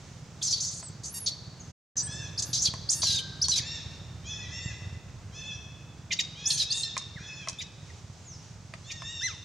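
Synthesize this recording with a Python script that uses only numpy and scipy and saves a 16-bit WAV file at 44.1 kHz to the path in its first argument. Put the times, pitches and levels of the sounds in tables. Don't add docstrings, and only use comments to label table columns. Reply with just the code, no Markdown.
import sys
import numpy as np
from scipy import signal
from scipy.fft import rfft, irfft, next_fast_len
from scipy.io import wavfile
from scipy.ndimage import uniform_filter1d

SR = 44100
rng = np.random.default_rng(int(sys.argv[2]) if len(sys.argv) > 2 else 0)


def master(y):
    cut = np.clip(np.atleast_2d(y).T, -1, 1)
    pcm = np.round(cut * 32767)
    wavfile.write(sys.argv[1], SR, pcm.astype(np.int16))


N = 416304
TIME = np.arange(N) / SR


def from_db(db):
    return 10 ** (np.asarray(db) / 20)


def rms_one(x):
    return x / np.sqrt(np.mean(x ** 2) + 1e-20)


def at_hz(points, hz):
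    points = np.array(points)
    return np.interp(np.log(np.maximum(hz, 1)), np.log(points[:, 0]), points[:, 1])


def colour(x, spectrum):
    size = next_fast_len(N + 4096)
    gain = from_db(at_hz(spectrum, np.fft.rfftfreq(size, 1 / SR)))
    return irfft(rfft(x, size) * gain, size)[..., :N]


def drift(rate_hz):
    r = np.exp(-2 * np.pi * rate_hz / SR)
    slow = signal.lfilter([1], [1, -2 * r, r * r], rng.standard_normal(N + SR))
    return rms_one(slow[SR:])


def resonate(x, hz, width_hz):
    r = np.exp(-np.pi * width_hz / SR)
    zeros = np.array([1, 0, -1]) * (1 - r * r) / 2
    poles = [1, -2 * r * np.cos(2 * np.pi * hz / SR), r * r]
    return signal.lfilter(zeros, poles, x + 1e-18)


def evened(x, window_s):
    power = np.abs(uniform_filter1d(x * x, int(window_s * SR)))
    return x / np.sqrt(power + 1e-12)


def stereo_noise(spectrum, alike):
    mid, side = rng.standard_normal((2, N))
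    alike = np.clip(alike, 0, 1)
    both = np.sqrt(1 + alike) * mid + np.sqrt(1 - alike) * side * [[1], [-1]]
    return rms_one(colour(both, spectrum))


def pan(x, left_db):
    return x * from_db(np.array([[left_db], [-left_db]]) / 2)


# freq_hz, level_db
RUMBLE_SPECTRUM = [(24, -63), (40, -12.5), (85, 5), (125, 3), (170, -1.5), (230, -12), (350, -15.5),
                   (1400, -22.5), (8000, -51.5)]
# time_s, level_db, depth_db (change of its deepest part)
ENGINE_COURSE = [(1.7, -44.5, -4), (2, -41, -2.5), (5.1, -44.5, 3.5), (6.1, -45, -4), (9.4, -48, 1.5)]


def engine(firing_hz=19.5, thud_db=-4, noise_db=-2, uneven_db=4):
    turns = np.floor(np.cumsum(firing_hz * (1 + .1 * drift(4.64))) / SR)
    firings = np.diff(turns, prepend=0) * from_db(uneven_db * drift(16.2))
    thuds = rms_one(colour(resonate(firings, 119, 126), RUMBLE_SPECTRUM))
    sound = from_db(thud_db) * thuds + from_db(noise_db) * stereo_noise(RUMBLE_SPECTRUM, alike=0.95)
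    time_s, level_db, depth_db = np.transpose(ENGINE_COURSE)
    rumble = from_db(np.interp(TIME, time_s, level_db)) * sound
    deep = colour(rumble, [(100, 0), (160, -25)])
    return rumble + (from_db(np.interp(TIME, time_s, depth_db)) - 1) * deep


# freq_hz, level_db
AIR_SPECTRUM = [(200, -7), (1300, -13), (4200, -12), (6400, -8.5), (8000, -17), (15000, -56.5)]


def air(air_db=-57):
    return from_db(air_db + 1.3 * drift(4)) * stereo_noise(AIR_SPECTRUM, alike=0.61)


def note(length_s, attack_s, release_s):
    t = TIME[:int((length_s + release_s) * SR)]
    release = np.clip(1 - (t - length_s) / release_s, 0, 1)
    return np.minimum(t / length_s, 1), np.minimum(t / attack_s, 1) * release


def slurred(notes):
    power, pitch, rough = np.full(N, 1e-14), np.full(N, 5000 * 1e-14), np.zeros(N)
    for start, note_hz, gain, note_rough in notes:
        on = slice(int(start * SR), int(start * SR) + len(gain))
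        power[on] += gain ** 2
        pitch[on] += gain ** 2 * note_hz
        rough[on] += gain ** 2 * note_rough
    return pitch / power, np.sqrt(power), np.clip(rough / power, 0, 1)


# start_s, length_s, first_hz, last_hz, level_db, final_roughness (0-1)
CHIRP_TABLE = [(0.414, 0.011, 3878, 3175, -35, 0.71), (2.375, 0.025, 4400, 6860, -29, 1.01),
               (2.888, 0.019, 4000, 7830, -24, 0.56), (3.414, 0.016, 4500, 6130, -22.5, 0.42),
               (6.188, 0.0083, 4000, 3720, -22, 0.29), (6.455, 0.02, 4900, 6700, -25, 0.51),
               (6.702, 0.027, 4000, 5250, -27.5, 0.71), (7.584, 0.021, 3400, 3900, -36.5, 0.54),
               (7.896, 0.0091, 2300, 1900, -52.5, 0)]


def chirp_notes(attack_s=0.0054, release_s=.008, onset_rough=0.2, tear_power=1.5):
    for start, length, first_hz, last_hz, level_db, rough in CHIRP_TABLE:
        part, gain = note(length, attack_s, release_s)
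        strain = onset_rough + (1 - onset_rough) * part ** tear_power
        yield start, first_hz * (last_hz / first_hz) ** part, gain * from_db(level_db), rough * strain


# start_s, length_s, first_hz, last_hz, level_db, roughness (0-1)
RASP_TABLE = [(0.424, 0.018, 4900, 6320, -25, 0.88), (0.447, 0.052, 6800, 4870, -28, .75),
              (0.506, .016, 6320, 5400, -25, 0.8), (0.523, 0.0194, 4680, 4436, -23, 0.58),
              (0.555, 0.038, 4410, 4200, -35.5, 0.78), (0.602, 0.0411, 6080, 5770, -30, 0.85),
              (0.645, .055, 5790, 6280, -34, 0.77), (0.705, 0.095, 6200, 7080, -40, 0.94),
              (1.033, 0.051, 6040, 7200, -37, 0.94), (1.26, .025, 4900, 4363, -25, .7),
              (1.966, 0.044, 6250, 6000, -27, 0.63), (2.42, .012, 6550, 6280, -26.5, 0.89),
              (2.529, 0.044, 5000, 4730, -26.5, .88), (2.577, 0.042, 4860, 6600, -29.5, 0.59),
              (2.617, 0.048, 6560, 5455, -26, 0.81), (2.651, 0.024, 4654, 3130, -24, 0.65),
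              (2.912, 0.024, 7000, 6500, -24, 0.97), (3.017, 0.045, 4990, 4560, -24.5, .85),
              (3.066, .097, 4073, 3730, -26.5, 0.74), (3.167, 0.027, 4040, 3146, -28, 0.59),
              (3.438, 0.016, 4430, 4290, -24.5, 0.55), (3.49, .022, 6090, 5885, -24, 0.62),
              (3.514, 0.035, 3786, 3913, -24.5, 0.6), (3.556, 0.031, 3850, 3667, -25, 0.9),
              (6.5, .02, 4430, 4270, -24, 0.72), (6.53, 0.043, 6500, 6060, -33.5, 0.6),
              (6.574, 0.02137, 4600, 4180, -26.5, .9), (6.596, 0.035, 4200, 3810, -24.5, 0.67),
              (6.77, 0.043, 6770, 6420, -36.5, 0.6), (6.83, .006, 4350, 4216, -24, 0.51)]


def rasp_notes(attack_s=0.0046, release_s=0.018, sag_db=3.5):
    for start, length, first_hz, last_hz, level_db, rough in RASP_TABLE:
        part, gain = note(length, attack_s, release_s)
        level = from_db(level_db - sag_db * part)
        yield start, first_hz * (last_hz / first_hz) ** part, gain * level, rough


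# start_s, length_s, first_hz, middle_hz, last_hz, level_db, roughness (0-1)
SQUEAL_TABLE = [(0.824, 0.062, 7650, 8100, 7403, -45.5, 0.3), (1.09, 0.048, 8300, 10260, 11900, -49.5, 0.1),
                (1.138, 0.053, 10370, 10720, 10560, -37.5, 0.77),
                (1.202, 0.047, 11500, 10240, 9530, -42, .05), (2.02, 0.056, 7276, 8370, 7650, -38, 0.2),
                (2.449, 0.071, 9700, 12000, 9900, -51.5, 0.65), (2.924, .09, 8750, 10230, 9160, -40, 0.9),
                (6.476, 0.081, 8500, 9400, 9000, -38, 0.94), (6.733, 0.097, 6980, 8400, 7860, -42, 0.76)]


def squeal_notes(attack_s=0.0036, release_s=0.0096, tear_power=0.22):
    for start, length, first_hz, middle_hz, last_hz, level_db, rough in SQUEAL_TABLE:
        part, gain = note(length, attack_s, release_s)
        arch = 1 - (2 * part - 1) ** 2
        slide = first_hz + (last_hz - first_hz) * part
        pitch = slide + (middle_hz - (first_hz + last_hz) / 2) * arch
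        yield start, pitch, gain * from_db(level_db), rough * arch ** tear_power


# freq_hz, width_hz
MOUTH_FLARES = [(3800, 1200), (4550, 350), (6300, 650)]


def voice(notes, throat, flap_hz, flap_wander, chaos, bend, rasp_db, buzz_db, overtone_db, flare_db):
    pitch, loud, rough = slurred(notes)
    flap_rate = flap_hz * (1 + flap_wander * (drift(40) + chaos * rough ** 4 * drift(350)))
    flap_phase = 2 * np.pi * np.cumsum(flap_rate) / SR
    flap = np.sin(flap_phase) + .7 * chaos * rough * drift(150) * np.sin(flap_phase / 2)
    slow_waver = (.006 + .03 * chaos * rough) * drift(70)
    fast_waver = .03 * chaos * rough ** 2 * drift(400)
    pitch = pitch * (1 + slow_waver + fast_waver)
    phase = 2 * np.pi * np.cumsum(pitch) / SR
    second = np.sin(2 * phase) * (2 * pitch < SR / 2)
    third = np.sin(3 * phase) * (3 * pitch < SR / 2)
    overtones = colour(colour(second + third, throat), throat)
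    whistle = np.sqrt(2) * (np.sin(phase) + from_db(overtone_db) * overtones)
    bent = phase + bend * rough * flap
    puff = np.exp(.7 * rough * flap)
    pulses = rms_one(np.exp(40 * (np.cos(flap_phase) - 1)))
    buzz = from_db(buzz_db) * rough * (pulses - pulses.mean())
    rasp = from_db(rasp_db) * rough * rng.standard_normal(N)
    torn = colour((np.sin(bent) + rasp) * puff + buzz, throat)
    flares = sum(resonate(torn, hz, width) * from_db(flare_db + 7 * drift(45)) for hz, width in MOUTH_FLARES)
    torn = evened(torn + flares, .004)
    tear = np.sin(np.pi / 2 * rough)
    mixed = evened((1 - tear ** 2) * whistle + tear * torn, .004)
    return loud * mixed * from_db(1.5 * rough * drift(70))


# freq_hz, level_db
OPEN_THROAT = [(1300, -19), (2700, -14.5), (3600, -6.5), (5200, -1.5), (6400, 3), (7600, 0), (10500, -3.5),
               (15000, -29.5)]
# freq_hz, level_db
DRAWN_THROAT = [(1000, -18.5), (3600, -13), (6400, 1.5), (8000, -0.5), (10700, -5.5), (15500, -16.5)]


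def infant_cries():
    torn = voice([*rasp_notes(), *chirp_notes()], OPEN_THROAT, flap_hz=1100, flap_wander=.18, chaos=1.15,
                 bend=1.5, rasp_db=-10, buzz_db=-13, overtone_db=-14, flare_db=-3)
    thin = voice(squeal_notes(), DRAWN_THROAT, flap_hz=925, flap_wander=.015, chaos=.15,
                 bend=2.1, rasp_db=-13, buzz_db=1, overtone_db=-8, flare_db=-12)
    return torn + thin


# time_s, level_db (peak before colouring), sharpness (0 dull knock - 1 bright snap)
CLICK_TABLE = [(0.828, -47.5, 0.08), (2.738, -39.5, 0.67), (3.033, -37, 0.24), (3.484, -24.5, 0.99),
               (6.967, -35, 0.28), (6.978, -29, 1), (7.474, -39.5, 0.014), (7.4856, -30, 1),
               (7.496, -36.5, 0.94), (8.738, -40, 0), (9.021, -42.5, 0.01)]
# freq_hz, level_db, t60_s
RINGING_MODES = [(657, 14.5, 0.043), (1054, 15, 0.01), (1850, 5.5, 0.0036), (5620, -6.5, 0.0012)]


def clicks(crush_s=0.0024, split_hz=4000, leak=0.016):
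    out, t = np.zeros(N), TIME[:SR // 20]
    for time_s, peak_db, sharp in CLICK_TABLE:
        crush, hit = rng.standard_normal(len(t)) * np.exp(-t / crush_s), 0
        for hz, mode_db, t60 in RINGING_MODES:
            share = leak + (sharp if hz > split_hz else 1 - sharp)
            ring = resonate(crush, hz, np.log(1000) / (np.pi * t60))
            hit = hit + share * from_db(mode_db) * ring
        at = int(time_s * SR)
        out[at:at + len(t)] += from_db(peak_db) * hit / np.abs(hit).max()
    return colour(out, [(9000, 13.0), (16000, -28)])


# start_s, end_s, first_hz, last_hz, level_db
FALLING_WHISTLES = [(1.595, 1.625, 7010, 5900, -46), (2.101, 2.19, 8660, 6590, -47.5),
                    (3.575, 3.61, 2720, 1580, -43.5), (4.251, 4.366, 7230, 5000, -44.5),
                    (7.155, 7.2, 2344, 1266, -46), (8.239, 8.379, 7460, 4560, -48.5)]
# start_s, end_s, first_hz, last_hz, level_db
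DISTANT_CALLS = [(1.9, 2.25, 1784, 1590, -51), (2.9, 3.35, 1669, 1517, -53.5),
                 (4.2, 4.85, 1908, 2059, -51.5)]


def whistles(table, waver=0.0131):
    out, wobble = np.zeros(N), 1 + waver * drift(70)
    for start, end, first_hz, last_hz, level_db in table:
        on = (TIME > start) & (TIME < end)
        part = (TIME[on] - start) / (end - start)
        pitch = (first_hz + (last_hz - first_hz) * part) * wobble[on]
        tone = np.sin(2 * np.pi * np.cumsum(pitch) / SR)
        out[on] += from_db(level_db) * np.sin(np.pi * part) * tone
    return out


# start_s, end_s, pitch_hz (top of the arch, before wavering), level_db, mouth_hz (resonance)
COO_TABLE = [(2.06, 2.308, 881, -39, 3885), (3.599, 3.829, 908, -37.5, 4000),
             (4.232, 4.489, 856, -39.5, 3620), (4.47, 4.748, 916, -38, 3880),
             (5.317, 5.585, 875, -39.5, 3250), (6.347, 6.598, 864, -39, 3000),
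             (6.648, 6.939, 919.7, -39, 3700), (7.169, 7.472, 863, -42, 2404),
             (8.837, 9.024, 937, -44.5, 3600), (8.99, 9.263, 931, -38, 3700)]
# freq_hz, level_db
COO_SPECTRUM = [(900, -36.5), (1800, -20), (2700, -15.5), (3650, -11.5), (4500, -26.5), (5400, -9.5),
                (6400, -17), (7600, -14.5), (11000, -43)]


def coos(arch=3, flutter_db=4.0, count=8, mouth_gain_db=8, mouth_width_hz=600):
    out, waver = np.zeros(N), 1 + .012 * drift(25) + .011 * drift(200)
    fading = [from_db(flutter_db * drift(11.6)) for _ in range(count)]
    for start, end, top_hz, level_db, mouth_hz in COO_TABLE:
        on = np.flatnonzero((TIME > start) & (TIME < end))
        off_top = np.abs(2 * (TIME[on] - start) / (end - start) - 1)
        pitch = top_hz * (1 - .15 * off_top ** arch) * waver[on]
        phase = 2 * np.pi * np.cumsum(pitch) / SR
        for k, fade in enumerate(fading, 1):
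            mouth_db = mouth_gain_db / (1 + (2 * (k * pitch - mouth_hz) / mouth_width_hz) ** 2)
            gain = from_db(level_db + mouth_db + at_hz(COO_SPECTRUM, k * pitch))
            out[on] += gain * (1 - off_top ** 3) * fade[on] * np.sin(k * phase)
    return out


def harmonics(pitch, count):
    phase = 2 * np.pi * np.cumsum(pitch) / SR
    return sum(np.sin(k * phase) for k in range(1, count + 1))


# start_s, length_s, first_hz, last_hz, level_db
BARK_TABLE = [(6.105, 0.031, 1186, 950, -28), (6.186, 0.024, 1411, 916, -29),
              (7.601, 0.025, 1348, 1014, -39.5), (8.898, 0.026, 1450, 1130, -39)]


def bark_notes(drop_power=2.3, attack_s=0.0083, release_s=0.0071, swell_db=3.5):
    for start, length, first_hz, last_hz, level_db in BARK_TABLE:
        part, gain = note(length, attack_s, release_s)
        opening = np.sin(np.pi / 2 * part) ** 2
        pitch = last_hz + (first_hz - last_hz) * (1 - part) ** drop_power
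        yield start, pitch, gain * from_db(level_db - swell_db * (0.5 - opening)), opening


# freq_hz, level_db
BARK_MOUTH_SHUT = [(1300, -43), (2100, 11.5), (3800, 2), (5000, -41.5)]
# freq_hz, level_db
BARK_MOUTH_OPEN = [(1300, -26.5), (1900, -10), (4700, 0.5), (6700, 2.5), (7800, -19), (15000, -29)]


def barks(jitter=.06, hoarse_db=3):
    pitch, loud, opening = slurred(bark_notes())
    hoarseness = from_db(hoarse_db) * rng.standard_normal(N)
    folds = harmonics(pitch * (1 + jitter * drift(240)), count=9) + hoarseness
    shut, wide = colour(folds, BARK_MOUTH_SHUT), colour(folds, BARK_MOUTH_OPEN)
    return loud * evened((1 - opening) * shut + opening * wide, 0.0027)


# time_s, pitch_hz, level_db
YELP_COURSE = [(9.205, 1350, -74), (9.237, 1990, -34), (9.26, 2073, -31), (9.276, 1806, -36.5),
               (9.292, 1382, -44), (9.321, 1119, -50.5), (9.36, 905, -70)]
# freq_hz, level_db
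YELP_SPECTRUM = [(950, -2.5), (1900, 0.5), (4600, -5.5), (5900, 4.5), (8000, -20), (12000, -39)]


def yelp(waver=0.0065):
    time_s, pitch_hz, level_db = np.transpose(YELP_COURSE)
    pitch = np.interp(TIME, time_s, pitch_hz) * (1 + waver * drift(116))
    loud = np.interp(TIME, time_s, from_db(level_db), left=0, right=0)
    return colour(harmonics(pitch, count=6) * loud, YELP_SPECTRUM)


def scatter(x, t60_table, build_s):
    t, edges, tail = TIME[:2 * SR], np.geomspace(400, 18000, 9), 0
    for low, high in zip(edges, edges[1:]):
        bandpass = signal.butter(2, [low, high], "band", fs=SR, output="sos")
        band = signal.sosfilt(bandpass, rng.standard_normal((2, len(t))))
        tail = tail + band * 1000 ** (-t / at_hz(t60_table, np.sqrt(low * high)))
    tail = tail * (1 - np.exp(-t / build_s))
    tail = tail / np.sqrt(np.sum(tail ** 2) / 2)
    return signal.fftconvolve(x[None], tail, axes=1)[:, :N]


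# freq_hz, t60_s
WOOD_DECAY = [(1800, 1.6), (3600, 1.3), (10000, .45)]


def scene(trunk_echo_s=0.045, trunk_echo_db=-15):
    background = pan(engine() + air(), left_db=-1.8)
    near = infant_cries() + clicks() + barks() + yelp()
    echoing = whistles(FALLING_WHISTLES) + coos()
    ground = from_db(-6) * scatter(near, [(2000, 0.086)], build_s=0.0015)
    dulled = colour(near, [(1900, -7), (4500, 1), (11000, -12)])
    trunk_echo = np.pad(dulled, (int(trunk_echo_s * SR), 0))[:N]
    ground = ground + from_db(trunk_echo_db) * trunk_echo
    into_wood = from_db(-14.0) * dulled + from_db(-2.5) * echoing + whistles(DISTANT_CALLS)
    wood = scatter(into_wood, WOOD_DECAY, build_s=0.00069)
    wood = wood + 0.47 * wood[::-1]
    return pan(near + ground, left_db=-.5) + from_db(3.0) * echoing + wood + background


# start_s, end_s
SILENT_MOMENT = (1.705, 1.956)


def record(dry, cutoff_hz=15800):
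    start, end = SILENT_MOMENT
    live = np.interp(TIME, [start, start + .015, end, end + .002], [1, 0, 0, 1])
    lowpass = signal.ellip(10, .1, 80, cutoff_hz, fs=SR, output="sos")
    return signal.sosfilt(lowpass, dry * live)


dry = scene()
out = record(dry)
master(out)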